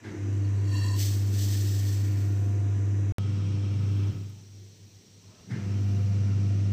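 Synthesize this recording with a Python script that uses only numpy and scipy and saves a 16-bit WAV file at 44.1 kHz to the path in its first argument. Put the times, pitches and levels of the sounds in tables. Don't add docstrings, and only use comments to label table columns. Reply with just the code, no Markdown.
import sys
import numpy as np
from scipy import signal
from scipy.fft import rfft, irfft, next_fast_len
from scipy.io import wavfile
from scipy.ndimage import uniform_filter1d, map_coordinates

SR = 44100
rng = np.random.default_rng(int(sys.argv[2]) if len(sys.argv) > 2 else 0)


def field_ratio(decibels):
    return 10 ** (np.asarray(decibels, dtype=float) / 20)


def output_pcm(signal):
    pcm = np.clip(np.atleast_2d(signal).T, -1, 1) * 32767
    wavfile.write(sys.argv[1], SR, np.round(pcm).astype(np.int16))


N = 296352
END_S = 6.8
TIME_S = np.arange(N) / SR

# (start [s], end [s], hum [Hz], time of a crest [s])
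STRETCHES = [
    (0, 3.15, 99.95, 3.1197),
    (3.15, 5.41, 99.82, 3.1894),
    (5.41, 6.8, 99.89, 6.7108),
]
# (start [s], end [s])
SILENCE_S = (3.12245, 3.18381)
# (hum [dB], fan [dB], deep panels [dB], upper panels [dB])
RUN_LEVELS = [
    (-25, -54, -47, -45),
    (-27, -52.5, -39.5, -46),
    (-24.5, -52.5, -40, -46.5),
]
# (multiple of hum, level in stretches 1, 2, 3 [dB, dB, dB])
HUM_OVERTONES = [(2, -51, -47, -41), (3, -47.5, -48, -50.5), (4, -70.5, -65, -65), (5, -65.5, -59.5, -62),
                 (7, -63.5, -68.5, -65), (9, -76, -68.5, -71), (10, -71, -71.5, -74), (11, -80, -84, -86),
                 (12, -73.5, -72, -73.5), (14, -74.5, -69, -70), (15, -75, -77, -96),
                 (19, -76.5, -81, -73.5)]
# (time [s], length [s], level [dB])
IDLE_HUM = [
    (4.6, 0.13, -46),
    (4.84, 0.048, -48.5),
    (4.96, 0.041, -50.5),
    (5.16, 0.07, -55),
    (5.28, 0.037, -49),
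    (5.43, 0.054, -55.5),
]
# (time [s], length [s], hum [dB], deep panels [dB], upper panels [dB])
CASING_JOLTS = [
    (0.097, 0.05, -40, -52, -44.5),
    (3.98, 0.16, -39, -53.5, -59),
    (5.542, 0.052, -38.5, -38, -45),
]
# (centre [Hz], width [Hz], level [dB])
DEEP_PANELS = [
    [(119.3, 27, 0), (162, 34, -7), (188, 20, -11.5)],
    [(124, 9.4, 3.5), (165, 12, -12), (167, 23, -3)],
    [(122, 13, -4), (167, 21, -12), (181, 67, -14)],
]
# (centre [Hz], width [Hz], level [dB])
UPPER_PANELS = [
    [(217, 61, 2), (262.5, 72, -3.5), (312.5, 136, 3.5), (403, 96, -11.5)],
    [(213, 30, 0.5), (253, 10, 1.5), (302, 66, -6), (380, 83, -7.5)],
    [(207, 61, -2.5), (247.4, 11, 3.5), (309, 49, -7), (373, 88, -8.5)],
]
# (frequency [Hz], density [dB/Hz])
DEEP_AIR = [(15, -18), (30, -20), (60, -7.5), (85, -5.5), (110, -15)]
DEEP_AIR_DB = [-58.5, -57.5, -59]
# (frequency [Hz], density [dB/Hz])
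FAN_WHIRR = [
    [(250, -32.5), (430, -8), (607, -6.5), (705, -9.5), (749, -7.5), (938, -11.5), (1230, -11),
     (2600, -11.5), (4400, -25.5), (5030, -19.5), (6120, -13), (8130, -21.5), (9740, -36.5), (11800, -31.5),
     (15500, -45)],
    [(250, -37), (430, -26), (497, -12), (545, -7), (700, -9), (947, -13), (1230, -11.5), (1900, -15.5),
     (2720, -11), (4600, -20), (5680, -17.5), (6830, -25.5), (8210, -26.5), (10000, -49), (13000, -76),
     (22000, -120)],
    [(250, -33), (430, -12), (504, 3), (545, -7.5), (691, -4.5), (748, -8.5), (947, -13.5), (1250, -11),
     (1710, -12), (2790, -11), (3530, -17), (5680, -16), (8210, -24.5), (10000, -40), (13000, -74),
     (22000, -120)],
]
# (centre [Hz], width [Hz], level [dB])
HOUSING_RIDGES = [
    [(1197, 10, -19), (1710, 310, -7), (3920, 220, -2), (5980, 110, -1.5), (8150, 300, -12)],
    [(1280, 50, 0), (2345, 51, -4), (2684, 87, -7), (3220, 49, 1.5), (5390, 110, 1), (8000, 440, -8)],
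    [(1293, 36, -0.5), (1400, 40, -8.5), (2380, 52, -2.5), (2770, 61, -4.5), (5420, 120, 0), (5940, 80, 2)],
]
# (time [s], length [s], level [dB])
FAN_STIRS = [
    (0.0, .06, -58.5),
    (5.3, 0.069, -67.5),
    (5.42, 0.12, -63),
]
# (onset [s], level [dB], t60 [s])
RASP_ONSETS = [
    (0.047, -47, 0.84),
    (5.51, -47, 0.7),
]
# (centre [Hz], width [Hz], level [dB])
RASP_MODES = [(890, 400, -4.5), (1710, 690, 0), (2090, 230, 0.5), (3240, 1600, -17.5), (4500, 2900, -17)]
# (time [s], length [s], centre [Hz], width [Hz], level [dB])
FAINT_STIRS = [(.15, .06, 340, 50, -47), (.36, .04, 7000, 2500, -66), (.875, .04, 1010, 50, -54),
               (1.75, .45, 1820, 130, -59.5), (.55, .13, 1000, 90, -62), (2.05, .3, 2300, 700, -62),
               (4.18, .06, 62, 30, -59), (4.3, .15, 7500, 1800, -72), (4.36, .08, 860, 50, -74),
               (4.62, .1, 350, 25, -65), (5.35, .12, 620, 80, -71), (5.32, .13, 1000, 250, -72),
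               (5.65, .07, 65, 25, -55), (6.3, .08, 1450, 200, -63), (6.62, .13, 580, 40, -61)]
# (time [s], length [s], level [dB])
SEED_SLIDES = [
    (.55, 0.22, -62),
    (.79, 0.11, -44.5),
    (.875, 0.044, -43),
    (.94, 0.052, -47.5),
]
# (centre [Hz], width [Hz], level [dB])
PAN_MODES = [(1010, 92, -2.5), (1834, 104, -1.5), (2750, 130, -6.5), (3270, 65, -11.5), (4015, 76, -6.5),
             (4470, 69, 0), (5500, 46, -7), (5940, 73, -16), (6500, 130, -18), (7160, 100, -10),
             (7920, 110, -11), (8230, 81, -19), (9000, 64, -18), (11900, 250, -27), (13050, 250, -25)]
# (frequency [Hz], density [dB/Hz])
SEED_SCUFF = [(2500, -20), (4000, -5), (6500, -2), (8500, -8.5), (10000, -19), (12500, -17), (13800, -19),
              (15500, -10)]
# (time [s], hold [s], fall [dB/s], level [dB])
SEED_SURGES = [
    (.968, .02, 60, -46),
    (0.994, 0.043, 64, -38),
    (1.278, .01, 90, -53),
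    (1.339, 0.036, 60, -45),
    (1.39, 0.15, 25.5, -42),
    (1.688, 0.22, 38.5, -49),
    (2.18, .03, 50, -59.5),
]
# (centre [Hz], width [Hz], level [dB])
TRAY_MODES = [(1820, 90, -4), (4440, 250, -3), (5235, 90, 1), (6050, 220, -1), (7300, 150, -5),
              (7920, 200, -3), (10600, 100, -13), (11700, 250, -12), (12800, 150, -7), (13800, 220, -12),
              (14800, 200, -10)]
# (frequency [Hz], density [dB/Hz])
PATTER_BODY = [(530, -55), (900, -15), (1420, -27.5), (1770, -4), (2340, -6.5), (3170, 0), (4120, 0),
               (4420, 2), (4840, 1), (5980, 3), (6550, 0), (8180, 1), (10000, -16), (13000, -48),
               (22000, -120)]
# (frequency [Hz], density [dB/Hz])
PATTER_SPARKLE = [(5880, -52), (10000, -33), (10400, -2.5), (11000, -13), (11300, -0.5), (12600, 3),
                  (14900, 1), (15500, 8.5)]
# (time [s], level [dB])
DRY_TICKS = [
    (4.298, -52.5),
    (5.885, -55),
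    (2.205, -55),
    (1.303, -45),
]
# (frequency [Hz], density [dB/Hz])
ROOM_TONE = [(20, -28), (65, -7), (85, -13), (165, 2), (280, -12), (430, -8.5), (600, -20), (1400, -27.5),
             (2000, -23), (4000, -18.5), (5800, -19), (8300, -24), (10000, -40), (15500, -34)]
# (centre [Hz], width [Hz], level [dB])
ROOM_MODES = [(4190, 74, -4), (5640, 180, .4), (5880, 26, 3.5), (6180, 160, -0.5), (7850, 36, -5)]
# (time [s], length [s], level [dB])
HISS_PUFFS = [
    (3.36, .12, -81),
    (4.05, 0.4, -73.5),
    (4.8, 0.55, -80.5),
    (5.9, .3, -74),
    (6.4, .3, -79),
]
# (frequency [Hz], density [dB/Hz])
THIN_HISS = [(5590, -37), (9500, -10), (11600, -7.5), (12700, -1), (14000, -13), (14900, 3), (15500, 0)]

ON_S, OFF_S = (0.018, 5.49), 4.082
RISE_S = (0.07, 0.054)
FAN_FADE_DB_PER_S, DEEP_FADE_DB_PER_S, UPPER_FADE_DB_PER_S = 53, 50, 70
DEEP_IDLE_DB, UPPER_IDLE_DB = -78, -65.5
FIELD_DELAY_S, FIELD_RISE_S = (0.13, 0.091), (0.11, 0.12)
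LINGER_S, SWING_S, REBOUND, FADE_S = 0.021, 0.044, 3.2, 0.081
SETTLE_S, SETTLE_TIME_S, EDGE_DB_PER_OCTAVE, DEEPEN_DB = 2, 0.15, 2, 2
SLIDE_END_S = 0.98
SURGE_RISE_DB_PER_S, BRIGHT_DB, DULL_S, DULL_DB_PER_S = 598, -8.5, 2.5, 48
TOP_HZ = 15550
RETURN_DB, RETURN_S = -28, 0.003


def unit(x):
    return x / np.sqrt(np.mean(x ** 2) + 1e-20)


def during(start_s, end_s):
    samples = np.arange(N)
    return (samples >= start_s * SR) & (samples < end_s * SR)


def wobble(rate_hz):
    knots = rng.standard_normal(int(N * rate_hz / SR) + 4)
    return map_coordinates(knots, [np.arange(N) * rate_hz / SR])


def swells(rows):
    power = sum(field_ratio(2 * db) * np.exp(-2 * ((TIME_S - s) / length_s) ** 2) for s, length_s, db in rows)
    return np.sqrt(power)


def filtered(x, response):
    size = next_fast_len(N + 8192)
    return irfft(rfft(x, size) * response(np.fft.rfftfreq(size, 1 / SR)), size)[:N]


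def slope(points):
    hz, db = np.transpose(points)
    return lambda f: field_ratio(np.interp(np.log(f + 1), np.log(hz + 1), db, left=-120, right=-120))


def resonances(modes):
    def response(f):
        power = 0
        for centre, width, db in modes:
            damping = (f * width) ** 2
            power = power + field_ratio(2 * db) * (damping / ((centre ** 2 - f ** 2) ** 2 + damping)) ** 2
        return np.sqrt(power)
    return response


def ridged(points, modes, lift_db):
    return lambda f: slope(points)(f) * np.sqrt(1 + (field_ratio(lift_db) * resonances(modes)(f)) ** 2)


def patchy(x, patchy_db):
    z = signal.stft(x, nperseg=512)[2]
    patches = uniform_filter1d(rng.standard_normal(z.shape), 6, 0)
    patches = uniform_filter1d(patches, 12, 1)
    return signal.istft(z * field_ratio(patchy_db * unit(patches)), nperseg=512)[1][:N]


def rush(response, patchy_db):
    return unit(filtered(patchy(rng.standard_normal(N), patchy_db), response))


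def hail(rate_hz, spread_db, share):
    size = field_ratio(spread_db * np.minimum(rng.exponential(size=N), 2))
    hits = (rng.random(N) < rate_hz / SR) * size * np.sign(rng.standard_normal(N))
    return np.sqrt(share) * unit(hits) + np.sqrt(1 - share) * rng.standard_normal(N)


def envelope(fade_db_per_s):
    first, second = [1 - np.exp(-np.maximum(TIME_S - s, 0) / rise_s) for s, rise_s in zip(ON_S, RISE_S)]
    return np.maximum(first * field_ratio(-fade_db_per_s * np.maximum(TIME_S - OFF_S, 0)), second)


def motor_load():
    return envelope(FAN_FADE_DB_PER_S) ** 1.7


def settled():
    return during(0, SILENCE_S[0]) * (1 + np.tanh((TIME_S - SETTLE_S) / SETTLE_TIME_S)) / 2


def hum_phase(hz, crest_s):
    return 2 * np.pi * hz * (TIME_S - crest_s)


def jolts(column):
    return swells([(row[0], row[1], row[column]) for row in CASING_JOLTS])


def fan():
    out = np.zeros(N)
    speed, stir = envelope(FAN_FADE_DB_PER_S), swells(FAN_STIRS)
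    for k, (start_s, end_s, hz, crest_s) in enumerate(STRETCHES):
        gain = field_ratio(RUN_LEVELS[k][1]) * speed + stir
        buzz = 1 + 0.08 * np.cos(2 * hum_phase(hz, crest_s))
        air = rush(ridged(FAN_WHIRR[k], HOUSING_RIDGES[k], lift_db=8.5), patchy_db=0.7)
        out += during(start_s, end_s) * gain * buzz * air
    return out


def casing():
    out = np.zeros(N)
    deep, upper = envelope(DEEP_FADE_DB_PER_S), envelope(UPPER_FADE_DB_PER_S)
    deep_floor = jolts(3) + field_ratio(DEEP_IDLE_DB)
    upper_floor = jolts(4) + field_ratio(UPPER_IDLE_DB)
    for k, (start_s, end_s, *_) in enumerate(STRETCHES):
        deep_db, upper_db = RUN_LEVELS[k][2:]
        deep_gain = field_ratio(deep_db + DEEPEN_DB * settled()) * deep + deep_floor
        upper_gain = field_ratio(upper_db) * upper + upper_floor
        rumble = deep_gain * rush(resonances(DEEP_PANELS[k]), patchy_db=0.0)
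        rumble += upper_gain * rush(resonances(UPPER_PANELS[k]), patchy_db=-0.5)
        rumble += motor_load() * field_ratio(DEEP_AIR_DB[k]) * rush(slope(DEEP_AIR), patchy_db=1.5)
        out += during(start_s, end_s) * rumble
    return out


def magnetic_field():
    first, second = [1 - np.exp(-np.maximum(TIME_S - s - wait_s, 0) / rise_s)
                     for s, wait_s, rise_s in zip(ON_S, FIELD_DELAY_S, FIELD_RISE_S)]
    off_s = np.maximum(TIME_S - OFF_S - LINGER_S, 0)
    swing = (1 + REBOUND) * np.exp(-off_s / SWING_S) - REBOUND * np.exp(-off_s / FADE_S)
    return first * swing + second


def hum():
    out = np.zeros(N)
    strength, jolt, idle = magnetic_field(), jolts(2), swells(IDLE_HUM)
    load, edge = motor_load(), EDGE_DB_PER_OCTAVE * settled()
    for k, (start_s, end_s, hz, crest_s) in enumerate(STRETCHES):
        phase = hum_phase(hz, crest_s)
        gain = field_ratio(RUN_LEVELS[k][0]) * strength + jolt - idle
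        tone = field_ratio(3) * gain * np.cos(phase + 0.04 * wobble(12))
        for row in HUM_OVERTONES:
            multiple = row[0]
            level_db = row[k + 1] + 3 + edge * np.log2(multiple / 3) + 2.0 * wobble(5)
            drift = rng.uniform(0, 2 * np.pi) + 0.69 * wobble(4)
            tone += load * field_ratio(level_db) * np.cos(multiple * phase + drift)
        out += during(start_s, end_s) * tone
    return out


def start_ups():
    swell = 0
    for onset_s, db, t60_s in RASP_ONSETS:
        slow_s = np.where(TIME_S > onset_s, t60_s, 0.06)
        swell = swell + field_ratio(db - 60 * np.abs(TIME_S - onset_s) / slow_s)
    return swell * rush(resonances(RASP_MODES), patchy_db=0.0)


def stirrings():
    return sum(swells([(s, length_s, db)]) * rush(resonances([(hz, width_hz, 0)]), patchy_db=0.5)
               for s, length_s, hz, width_hz, db in FAINT_STIRS)


def sliding_seeds():
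    rub = patchy(hail(rate_hz=2500, spread_db=3, share=0.4), patchy_db=1.3)
    ring = unit(filtered(rub, resonances(PAN_MODES)))
    scuff = field_ratio(-10.0) * unit(filtered(rub, slope(SEED_SCUFF)))
    flutter_db = 0.89 * wobble(30.9) - 800 * np.maximum(TIME_S - SLIDE_END_S, 0)
    return swells(SEED_SLIDES) * field_ratio(flutter_db) * (ring + scuff)


def pouring_seeds():
    power = 0
    for s, hold_s, fall_db_per_s, db in SEED_SURGES:
        rise_db = SURGE_RISE_DB_PER_S * np.maximum(s - TIME_S, 0)
        fall_db = fall_db_per_s * np.maximum(TIME_S - s - hold_s, 0)
        power = power + field_ratio(2 * (db - rise_db - fall_db))
    clumps = field_ratio(0.4 * wobble(28) + 0.8 * wobble(70))
    grains = patchy(hail(rate_hz=2200, spread_db=3.5, share=0.46) * clumps, patchy_db=0.25)
    body = unit(filtered(grains, ridged(PATTER_BODY, TRAY_MODES, lift_db=5.5)))
    sparkle = unit(filtered(grains, ridged(PATTER_SPARKLE, TRAY_MODES, lift_db=13.0)))
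    bright_db = BRIGHT_DB - DULL_DB_PER_S * np.maximum(TIME_S - DULL_S, 0)
    return np.sqrt(power) * (body + field_ratio(bright_db) * sparkle)


def ticks():
    blows = np.zeros(N)
    for s, db in DRY_TICKS:
        blows[round(s * SR)] = field_ratio(db + 9.5)
    return filtered(blows, slope([(3000, -36), (8000, -6), (13000, 10), (16000, -6.0)]))


def room():
    tone = field_ratio(-57) * rush(ridged(ROOM_TONE, ROOM_MODES, lift_db=9.5), patchy_db=0.5)
    hiss = swells(HISS_PUFFS) * rush(slope(THIN_HISS), patchy_db=0.0)
    return during(SILENCE_S[1], END_S) * (tone + hiss)


def scene():
    appliance = fan() + casing() + hum() + start_ups()
    seeds = sliding_seeds() + pouring_seeds()
    kitchen = stirrings() + ticks() + room()
    return (appliance + seeds + kitchen)[None]


def band_limit(x):
    return signal.sosfilt(signal.butter(12, 16240, fs=SR, output="sos"), x)


def record(dry):
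    x = filtered(dry[0], lambda hz: hz < TOP_HZ) * ~during(*SILENCE_S)
    since_s = TIME_S - SILENCE_S[1]
    push = (since_s >= 0) * field_ratio(RETURN_DB) * np.exp(-np.abs(since_s) / RETURN_S)
    blip = 0.009 * during(SILENCE_S[1] - 0.0014, SILENCE_S[1] - 0.0011)
    mix = (x - push - blip)[None]
    return band_limit(mix)


dry = scene()
out = record(dry)
output_pcm(out)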